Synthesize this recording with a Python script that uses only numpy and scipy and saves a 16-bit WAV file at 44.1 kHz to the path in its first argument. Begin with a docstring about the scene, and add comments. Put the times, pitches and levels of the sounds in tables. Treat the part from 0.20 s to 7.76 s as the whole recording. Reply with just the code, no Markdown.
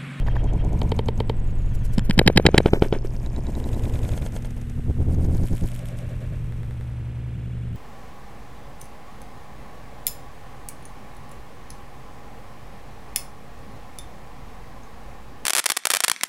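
"""A sealed camera rides on the back of a running dog in a park: filtered-noise wind and harness rumble, fur rustle,
ticks, thin gliding bird whistles (sines) and a low wavering hum start together. The birds stop after about 2 s;
between about 2 and 3 s the housing rings under its hardest knocks, and near 5 s the octave of the hum swells.
About 1.6 s of action is played five times slower at the same pitch: every 117 ms the playback jumps back and
repeats, so each knock stutters four to six times."""
import sys
import numpy as np
from scipy import signal
from scipy.fft import rfft, irfft
from scipy.io import wavfile
from scipy.ndimage import uniform_filter1d

SR = 44100
rng = np.random.default_rng(int(sys.argv[2]) if len(sys.argv) > 2 else 0)


def transcribe(u):
    """Save the signal u as a 16-bit wav file named by the first command-line argument.

    u: samples, shape (n,) or (channels, n), limited to [-1, 1]; the rate is SR.
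    q: integer samples, one column per channel.
    """
    v = np.clip(np.atleast_2d(u).T, -1, 1)
    q = np.round(v * 32767).astype(np.int16)
    wavfile.write(sys.argv[1], SR, q)


N = 333396
LIVE = round(1.75 * SR)   # samples of live action; every table time is live, before the slowing


def amp(db):
    """Decibels to a linear gain."""
    return 10 ** (np.asarray(db) / 20)


def rms_one(x):
    """Scale a signal to rms 1."""
    return x / np.sqrt(np.mean(x ** 2) + 1e-20)


def gains(rows):
    """The dB columns of a level curve as gains in live time."""
    s, *levels = np.transpose(rows)
    return [amp(np.interp(np.arange(LIVE) / SR, s, db)) for db in levels]


def swells(rows, steady):
    """Each row swells and fades smoothly, adding in power to the steady gains."""
    power = np.square(steady)
    t = np.arange(LIVE) / SR
    for middle_s, length_ms, *db in rows:
        across = np.clip((t - middle_s) * 1000 / length_ms, -0.5, 0.5)
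        power = power + amp(db)[:, None] ** 2 * np.cos(np.pi * across) ** 4
    return np.sqrt(power)


def drift(rate_hz):
    """Random wander of rms 1: noise smoothed by two equal one-pole lowpasses."""
    r = np.exp(-2 * np.pi * rate_hz / SR)
    wander = signal.lfilter([1], [1, -2 * r, r * r], rng.standard_normal(LIVE + SR))
    return rms_one(wander[SR:])   # the filter settles during the first second


def rubbing(colour, even_ms, grain_db):
    """Coloured noise of rms 1: grain roughens it, and swings slower than even_ms are levelled."""
    hz = np.maximum(np.fft.rfftfreq(LIVE, 1 / SR), 1)
    points = np.array(colour)
    shape = amp(np.interp(np.log(hz), np.log(points[:, 0]), points[:, 1], left=-80, right=-80))
    grainy = rng.standard_normal(LIVE) * amp(grain_db * drift(186))
    coloured = irfft(rfft(grainy) * shape, LIVE)
    local_power = uniform_filter1d(coloured ** 2, max(int(even_ms * SR / 1000), 1))
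    return rms_one(coloured / np.sqrt(local_power + 1e-20))


def ride():
    """Noise layers for sway, wind, straps, fur and grass follow the stride; returns mid and side."""
    # colours of the layers: (frequency [Hz], relative density [dB per Hz])
    sway_colour = [(12, 8), (25, 3.5), (50, -0.5), (75, -27.5)]
    buffet_colour = [(40, -37), (62, 5.5), (90, 1.5), (120, -5.5), (175, -7), (260, -23.5)]
    rub_colour = [(150, -14.5), (220, 3.5), (330, -1.5), (480, -9.5), (620, -17)]
    creak_colour = [(400, 6.5), (520, 3.5), (750, 1.5), (1050, -5), (1350, -33)]
    drone_colour = [(480, -5), (580, 0.5), (720, -4), (850, -17)]
    rustle_colour = [(950, -1), (1400, 2.5), (2500, -0.5), (3100, -4.5), (3700, -8), (4800, -18),
                     (6000, -19)]
    swish_colour = [(4000, -3.5), (5200, -0.5), (6200, 0.5), (7400, 1.5), (8400, 4), (9600, -1), (11800, 0),
                    (14000, -6.5), (15300, -8), (16500, -24)]
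    # the back sways under the camera: (time [s], level [dB])
    swaying = [(.05, -18), (.2, -22.5), (.27, -30.5), (.35, -17.5), (.41, -25), (.47, -16.5), (.565, -33.5),
               (.63, -22), (.69, -25), (.73, -28.5), (.77, -25.5), (.86, -25.5), (.99, -33.5), (1.04, -26),
               (1.13, -20), (1.17, -29), (1.26, -39), (1.3, -29), (1.35, -34), (1.46, -44), (1.59, -35)]
    # wind on the housing: (time [s], level [dB])
    wind = [(.05, -31.5), (.17, -25), (.25, -24), (.3, -32.5), (.34, -30.5), (.42, -26.5), (.46, -56),
            (.5, -19.5), (.63, -44), (.75, -26), (.81, -35.5), (.84, -20), (.9, -39), (.99, -34),
            (1.06, -19), (1.12, -22.5), (1.17, -40), (1.3, -33), (1.59, -34.5)]
    # background rub of the harness, strongest near 0.8 s, then weaker: (time [s], rub level [dB])
    background_rub = [(.05, -48), (.3, -43), (.42, -45.5), (.65, -45), (.8, -36.5), (1.0, -50.5),
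                      (1.2, -48.5), (1.6, -49)]
    # strides tug the straps: (middle [s], length [ms], rub level [dB], creak level [dB])
    tugs = [(.08, 80, -37, -39.5), (.165, 156, -34.5, -39), (.235, 58, -33, -47), (.28, 120, -40, -56),
            (.497, 52, -23, -37), (.595, 79, -31.5, -33.5), (.762, 45, -31, -40.5), (.845, 63, -38, -41),
            (.885, 30, -52, -42.5), (1.08, 173, -35, -46.5), (1.126, 74, -32.5, -45), (1.24, 260, -53, -56)]
    # a taut strap drones in a narrow band: (middle [s], length [ms], level [dB])
    drones = [(.16, 71, -45), (.6, 54, -50), (1.235, 130, -45.5)]
    # steady brushing of coat and grass: (time [s], fur level [dB], grass level [dB])
    coat = [(.05, -56.5, -68), (.3, -56, -72.5), (.55, -53.5, -58), (.66, -61.5, -63.5), (.8, -54.5, -61.5),
            (1.0, -56.5, -63), (1.3, -56, -64.5), (1.6, -55.5, -67)]
    # fur and grass sweep past: (middle [s], length [ms], fur level [dB], grass level [dB])
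    sweeps = [(.592, 45, -40.5, -50.5), (.072, 27, -43, -60), (.116, 110, -51.5, -71),
              (.16, 23, -53.5, -57.5), (.215, 170, -56, -60), (.35, 190, -81, -68.5),
              (.446, 44, -52.5, -49.5), (.517, 54, -49, -64), (.602, 126, -48, -54), (.725, 148, -56, -63),
              (.774, 72, -57, -53), (.84, 85, -50, -50.5), (.886, 81, -54, -51), (.95, 15, -50.5, -57),
              (1.15, 250, -57.5, -54.5), (1.24, 270, -54, -66.5), (1.456, 19, -67, -89)]

    (sway,), (buffet,), (background,) = gains(swaying), gains(wind), gains(background_rub)
    creak_below_db = 6.5   # background creak beneath the background rub
    rub, creak = swells(tugs, [background, background * amp(-creak_below_db)])
    rustle, swish = swells(sweeps, gains(coat))
    (drone,) = swells(drones, np.zeros((1, LIVE)))

    rumble = sway * rubbing(sway_colour, even_ms=68, grain_db=2.5)
    rumble = rumble + buffet * rubbing(buffet_colour, even_ms=17.4, grain_db=1.5)
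    straps = rub * rubbing(rub_colour, even_ms=18.6, grain_db=5.0)
    straps = straps + creak * rubbing(creak_colour, even_ms=14.6, grain_db=8.0)
    straps = straps + drone * rubbing(drone_colour, even_ms=71, grain_db=1.5)
    brush = rustle * rubbing(rustle_colour, even_ms=61, grain_db=1.0)
    brush = brush + swish * rubbing(swish_colour, even_ms=65, grain_db=2.0)

    # a faint noise, opposite in left and right, follows the creak, fur and grass levels
    side = amp(-39.0) * creak * rubbing(creak_colour, even_ms=13, grain_db=4.0)
    side = side + amp(-25.0) * rustle * rubbing(rustle_colour, even_ms=38, grain_db=16.0)
    side = side + amp(-18.5) * swish * rubbing(swish_colour, even_ms=25, grain_db=2.0)
    return rumble + straps + brush, side


def ring(x, hz, t60):
    """A two-pole resonator: a unit click sets a decaying sine of height 1 ringing."""
    r = amp(-60 / (t60 * SR))
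    w = 2 * np.pi * hz / SR
    return signal.lfilter([0, np.sin(w)], [1, -2 * r * np.cos(w), r * r], x + 1e-18)


def knocks():
    """The housing knocks on its mount: band-limited chatter excites housing modes, beside decaying sines."""
    # parts of the knocks, several rows to a blow: chatter plus a decaying sine, low thud or high ring:
    # (time [s], chatter drive [dB], chatter length [ms], contact from [Hz], contact to [Hz],
    # sine drive [dB], sine pitch [Hz], sine t60 [s], sign of the first swing)
    parts = [(0.0772, -36.5, 3.9, 900, 3970, -18, 885, 0.0087, "in"),
             (.0840, -30, 1.1, 900, 2900, -19.5, 900, 0.0086, "out"),
             (0.2452, -16.5, 0.8, 2730, 12000, -6, 308, 0.0018, "out"),
             (0.248, -53, 2.6, 2000, 3870, -12, 446, 0.029, "in"),
             (0.2467, -24, 3.6, 1490, 3760, -19.5, 906, 0.026, "out"),
             (0.4874, -24.5, 4.7, 1480, 14000, -5, 193, 0.047, "in"),
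             (.5000, -2.5, 3.8, 1280, 4950, 4.5, 109, 0.012, "out"),
             (0.5, 1, 2.1, 700, 14000, 6.5, 1665, 0.0033, "out"),
             (0.501, -1, 4.9, 7800, 14000, 0, 2090, 0.012, "in"),
             (0.5011, -39, 2.2, 2770, 4460, -3, 3890, 0.014, "out"),
             (.5020, -3, 2, 2630, 4680, -8, 3280, 0.0052, "in"),
             (0.5048, -27, 2.8, 600, 1470, 6.5, 322, 0.0062, "in"),
             (.5025, -14, 3.3, 600, 1200, -12, 840, 0.01, "in"),
             (0.524, -28.5, 5.3, 915, 3400, -0.5, 463, 0.01, "in"),
             (.5775, -24, 0.84, 900, 2700, -7, 108, 0.022, "out"),
             (.5800, -10.5, 1.14, 940, 5330, 12, 180, 0.0059, "out"),
             (0.5818, -22, 2.9, 590, 6000, 3.5, 425, 0.0088, "in"),
             (.6015, -36, 13, 880, 3450, -44, 468, 0.0088, "out"),
             (0.618, -44, 6.6, 600, 2500, -16.5, 388, 0.027, "in"),
             (.8878, -33.5, 3.3, 970, 9000, -22.5, 577, 0.0086, "in"),
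             (1.062, -51, 1.06, 700, 1700, -18, 890, 0.0017, "out"),
             (1.0622, -52, 1.5, 300, 900, -11.5, 258, 0.0096, "out"),
             (1.075, -52, 1.5, 300, 900, -20, 293, 0.0089, "in"),
             (1.1265, -46, 1.5, 300, 900, -16.5, 330, .01, "out"),
             (0.489, -17, 2.1, 4500, 14000, -28, 5200, 0.0057, "in"),
             (.690, -53.5, 2, 600, 1500, -43, 790, 0.0054, "in"),
             (.775, -48, 2, 600, 1500, -46, 840, .006, "out"),
             (.830, -45, 3.6, 600, 1500, -31, 647, 0.0054, "in"),
             (1.074, -54, 2, 700, 1500, -26, 890, 0.0032, "in"),
             (1.090, -52, 2, 607, 1300, -27, 593, 0.017, "out"),
             (1.127, -48, 1.1, 700, 1600, -32, 895, 0.0021, "in"),
             (1.145, -52, 2, 610, 1300, -33, 646, 0.014, "out"),
             (1.458, -56, 1.5, 700, 2000, -29, 900, .004, "in")]
    # ringing modes of the housing: (frequency [Hz], relative level [dB], t60 [s])
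    modes = [(900, -6.5, 0.011), (1414, 1.5, 0.0037), (1768, 3.5, 0.005), (2000, 2.5, 0.0057),
             (2235, 1.5, 0.0055), (2710, -10, 0.01), (3210, -3, 0.0066), (3890, -8, 0.0054),
             (4380, -8.5, 0.0068), (4690, -13.5, 0.0074), (5200, -12.5, 0.0054), (5900, -30, 0.0036),
             (7500, -10, 0.0027), (8840, -23, 0.0061), (10400, -17, 0.0032), (11680, -28, 0.0082),
             (14000, -21, 0.0015)]
    modes_db, bare_contact_db = -5.0, -11.5   # all the ringing; the contact noise itself
    sine_rise_ms = 0.46

    chatter, sines = np.zeros(LIVE), np.zeros(LIVE)
    t = np.arange(SR // 20) / SR
    rise = 1 - np.exp(-t * 1000 / sine_rise_ms)
    for s, drive_db, ms, from_hz, to_hz, sine_db, sine_hz, t60, swing in parts:
        start = round(s * SR)
        at = slice(start, start + len(t))
        sign = 1 if swing == "in" else -1
        contact = 0.37 * rng.standard_normal(len(t)) * np.clip(1 - t * 1000 / ms, 0, 1) ** 1.07
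        contact[0] = sign * 0.49   # the first sample has a set strength and sign
        band = signal.butter(2, [from_hz, to_hz], "band", fs=SR, output="sos")
        chatter[at] += amp(drive_db) * signal.sosfilt(band, contact)
        sines[at] += sign * amp(sine_db - 60 * t / t60) * rise * np.sin(2 * np.pi * sine_hz * t)

    clack = np.zeros(LIVE)
    for k, (hz, db, t60) in enumerate(modes):
        clack += (-1) ** k * amp(db + modes_db) * ring(chatter, hz, t60)   # neighbours in opposite sign
    return clack + amp(bare_contact_db) * chatter + sines


def ticks():
    """Each row is a broad crack, then a short swell and decay at one pitch, roughened by grit."""
    # ticks and pitched parts of knocks; rows at the same time sound as one:
    # (time [s], peak of the smooth swell [dB], pitch [Hz], t60 of the decay [ms])
    tick_parts = [(0.0718, -43, 4570, 2.6), (0.1597, -42, 7300, 2.5), (.160, -45, 6560, 3),
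                  (0.2205, -39.5, 6470, 2.5), (0.3187, -42, 8240, 0.62), (.3510, -47.5, 6900, 2.4),
                  (.084, -29, 1750, 6), (.369, -47, 2570, 3), (.3692, -66, 3520, 3.6),
                  (0.383, -50, 4200, 1.5), (0.385, -48, 7500, 1.1), (0.5517, -40, 6170, 3.3),
                  (0.6424, -35.5, 5340, 1.15), (.677, -42.5, 5180, 1.8), (0.7074, -44, 6650, 2),
                  (0.739, -41.5, 6900, 3.2), (0.7385, -40, 3860, 6.9), (.7389, -42, 5040, 2),
                  (.5527, -51, 7800, 1.5), (0.788, -33, 9300, 0.55), (0.7875, -34, 3020, 1.1),
                  (0.828, -41, 6700, 2.6), (0.83, -37, 3700, 2.6), (.8282, -41, 2430, 3),
                  (0.846, -38.5, 2370, 4.5), (0.8475, -35.5, 3640, 2.4), (.8905, -52, 1570, 7.8),
                  (0.8873, -30.5, 7000, 1.4), (0.947, -38, 6660, 1.2), (1.0873, -40, 9400, 0.97),
                  (1.1253, -40.5, 6300, 2.4), (1.1464, -36, 11100, 1.1), (1.1642, -37.5, 7700, 1.8),
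                  (1.1642, -41, 2960, 2.2), (1.1744, -34, 3150, 1.15), (1.126, -33, 4430, 0.39),
                  (1.157, -44, 9500, .6), (1.1608, -31, 10500, 0.53), (1.1744, -32, 11100, 0.56),
                  (1.205, -31.5, 9250, 0.64), (1.204, -42, 3240, 1.6), (1.380, -61, 3870, 4),
                  (1.226, -43, 5660, 0.67), (1.3850, -47, 690, 4.6), (.2455, -31.5, 4470, 3),
                  (.2460, -43, 5900, 1.2), (.248, -32.5, 1810, 2.5), (1.375, -41.5, 2940, 1.5),
                  (.250, -47, 3770, 10), (.250, -52, 4570, 10), (.2205, -51, 3900, 3.5),
                  (.2205, -50, 5200, 3), (.580, -35, 1700, 1.7), (.581, -42, 2440, 2.5),
                  (1.375, -34.5, 1820, 2.8), (1.375, -36, 900, 2.3), (.695, -49, 2500, 2.5),
                  (.695, -56, 5000, 2), (.739, -42.5, 1600, 3.9), (.790, -42, 6500, 0.97),
                  (.815, -40, 8000, 0.89), (.888, -54, 3100, 1.4), (.888, -52, 4800, 2.4),
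                  (.912, -50, 4970, 2.5), (.920, -55, 12000, 0.9), (1.104, -43, 9000, 1.2),
                  (1.110, -42, 10000, 1), (1.122, -44.5, 6500, 3.2), (1.150, -54, 8000, 0.66),
                  (1.156, -37, 4050, 1), (1.192, -51, 9000, 1), (1.198, -41, 10500, 0.68),
                  (1.205, -42, 5200, 1.5), (1.448, -57, 4000, 2.5), (1.448, -65, 7000, 1.4)]
    grit_share = 0.29
    crack_db, crack_ms = -16, 0.36   # beside the swell; decay constant

    out = np.zeros(LIVE)
    t = np.arange(SR // 50) / SR
    for s, db, hz, t60_ms in tick_parts:
        start = round(s * SR)
        noise = rng.standard_normal(len(t))
        age = t * 1000 * np.log(1000) / t60_ms
        swell = age * np.exp(1 - age)   # peaks at 1
        grit = 1 + grit_share * uniform_filter1d(noise, size=4)
        tone = grit * swell * np.sin(2 * np.pi * hz * t)
        crack = amp(crack_db) * np.diff(noise, prepend=0) * np.exp(-t * 1000 / crack_ms)
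        out[start:start + len(t)] += amp(db) * (tone + crack)
    return out


def birds():
    """Thin whistles: sines that glide in pitch, with both ends curling upward."""
    # chirps: (start [s], end [s], glide from [Hz], glide to [Hz], upward curl at the ends [share of pitch],
    # rms between the fades [dB])
    chirps = [(0.04, 0.077, 6740, 6700, 0.003, -67), (0.07, 0.107, 7600, 6000, 0.034, -68),
              (0.092, 0.138, 3150, 3200, 0.052, -54), (0.293, 0.342, 7900, 8000, 0.026, -69.5),
              (.336, .350, 6700, 6900, .03, -68), (.352, 0.425, 7370, 5970, .055, -67.5),
              (0.41, 0.43, 3300, 3200, 0.023, -64.5)]
    out = np.zeros(LIVE)
    for start_s, end_s, from_hz, to_hz, bend, db in chirps:
        start, n = round(start_s * SR), round((end_s - start_s) * SR)
        curl = 1 + bend * np.linspace(-1, 1, n) ** 4
        phase = 2 * np.pi * np.cumsum(np.linspace(from_hz, to_hz, n) * curl) / SR
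        fades = signal.windows.tukey(n, 0.3)
        out[start:start + n] += np.sqrt(2) * amp(db) * fades * np.sin(phase)
    return out


def hum():
    """A low sine that wavers a little in level and phase, with an octave that fades and swells again."""
    # hum curve: (time [s], tone rms before its waver [dB], octave rms [dB])
    hum_levels = [(0, -30.5, -49), (.45, -34, -62), (.85, -32.5, -71), (.9, -31.5, -44.5), (1.0, -34, -42),
                  (1.05, -31, -38.5), (1.3, -32.5, -56.5), (1.45, -32, -55), (1.6, -31, -58.5)]
    hum_hz = 119.4
    waver_db, waver_hz = 1, 5
    turn = 2 * np.pi * hum_hz * np.arange(LIVE) / SR + 0.3 * drift(5.5)   # phase [rad]
    tone, octave = gains(hum_levels)
    wavering = tone * amp(waver_db * drift(waver_hz))
    return np.sqrt(2) * (wavering * np.sin(turn) + octave * np.sin(2 * turn))


def slow_motion(live):
    """Pieces of live sound laid end to end, each a jump behind the last, cross-faded per channel."""
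    # how far the playback jumps back at each splice: (jump [ms])
    jump_back_ms = [106.1, 81.81, 93.24, 112.93, 82.72, 101.47, 72.24, 94.69, 117.48, 93.61, 74.42, 112.06,
                    73.06, 98.8, 84.72, 115.65, 81.63, 85.08, 98.16, 90.16, 115.08, 74.31, 88.75, 103.08,
                    84.13, 93.61, 101.09, 105.17, 83.97, 89.05, 105.28, 101.9, 93.72, 85.74, 86.58, 101.11,
                    83.22, 108.23, 82.95, 86.03, 104.58, 81.0, 99.64, 101.34, 86.83, 95.46, 107.19, 74.81,
                    94.35, 101.86, 86.62, 109.07, 94.49, 74.31, 109.09, 77.23, 101.11, 92.22, 86.28, 101.38,
                    91.16, 104.9, 74.83, 101.32, 94.49]
    # how far the right channel trails in each piece: (lag [samples])
    right_lag = ([-1, 0, 1, 1, 1, 0, 0, 0, 0, 0, 0, 0, 0, 0, 0, 0, 3, 3, 3, 3, 2, 1, 7, 0, 2, 0, 0, 1, 1] +
                  [0] * 29 + [-1, -1, -1, -1, 1, 1, 1, 0])
    splice, first_splice, crossfade = 5160, 1402, 352   # samples

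    jumps = np.round(np.array(jump_back_ms) * SR / 1000).astype(int)
    n = np.arange(N)
    piece = (n - first_splice) // splice + 1
    since_splice = (n - first_splice) % splice
    fade = np.where(piece > 0, np.clip(since_splice / crossfade, 0, 1), 1)
    out = []
    for channel, lag in zip(live, [0, np.array(right_lag)]):
        # playback starts one jump into the live sound
        behind = np.cumsum([0, *jumps]) - jumps[0] + lag
        entering = channel[n - behind[piece]]
        leaving = channel[np.minimum(n - behind[np.maximum(piece - 1, 0)], LIVE - 1)]
        out.append(fade * entering + (1 - fade) * leaving)
    return np.array(out)


def scene():
    """The live ride in mid and side, turned into left and right, then slowed."""
    ride_mid, side = ride()
    mid = ride_mid + knocks() + ticks() + birds() + hum()
    return slow_motion(np.array([mid + side, mid - side]))


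def record(dry):
    """The hardest knocks overload with a rounded knee; a steep lowpass cuts the top."""
    clipped = dry / (1 + np.abs(dry / 0.97) ** 6) ** (1 / 6)
    # 70 dB down from 16.6 kHz upward
    return signal.sosfilt(signal.cheby2(12, 70, 16600, fs=SR, output="sos"), clipped)


dry = scene()
out = record(dry)
transcribe(out)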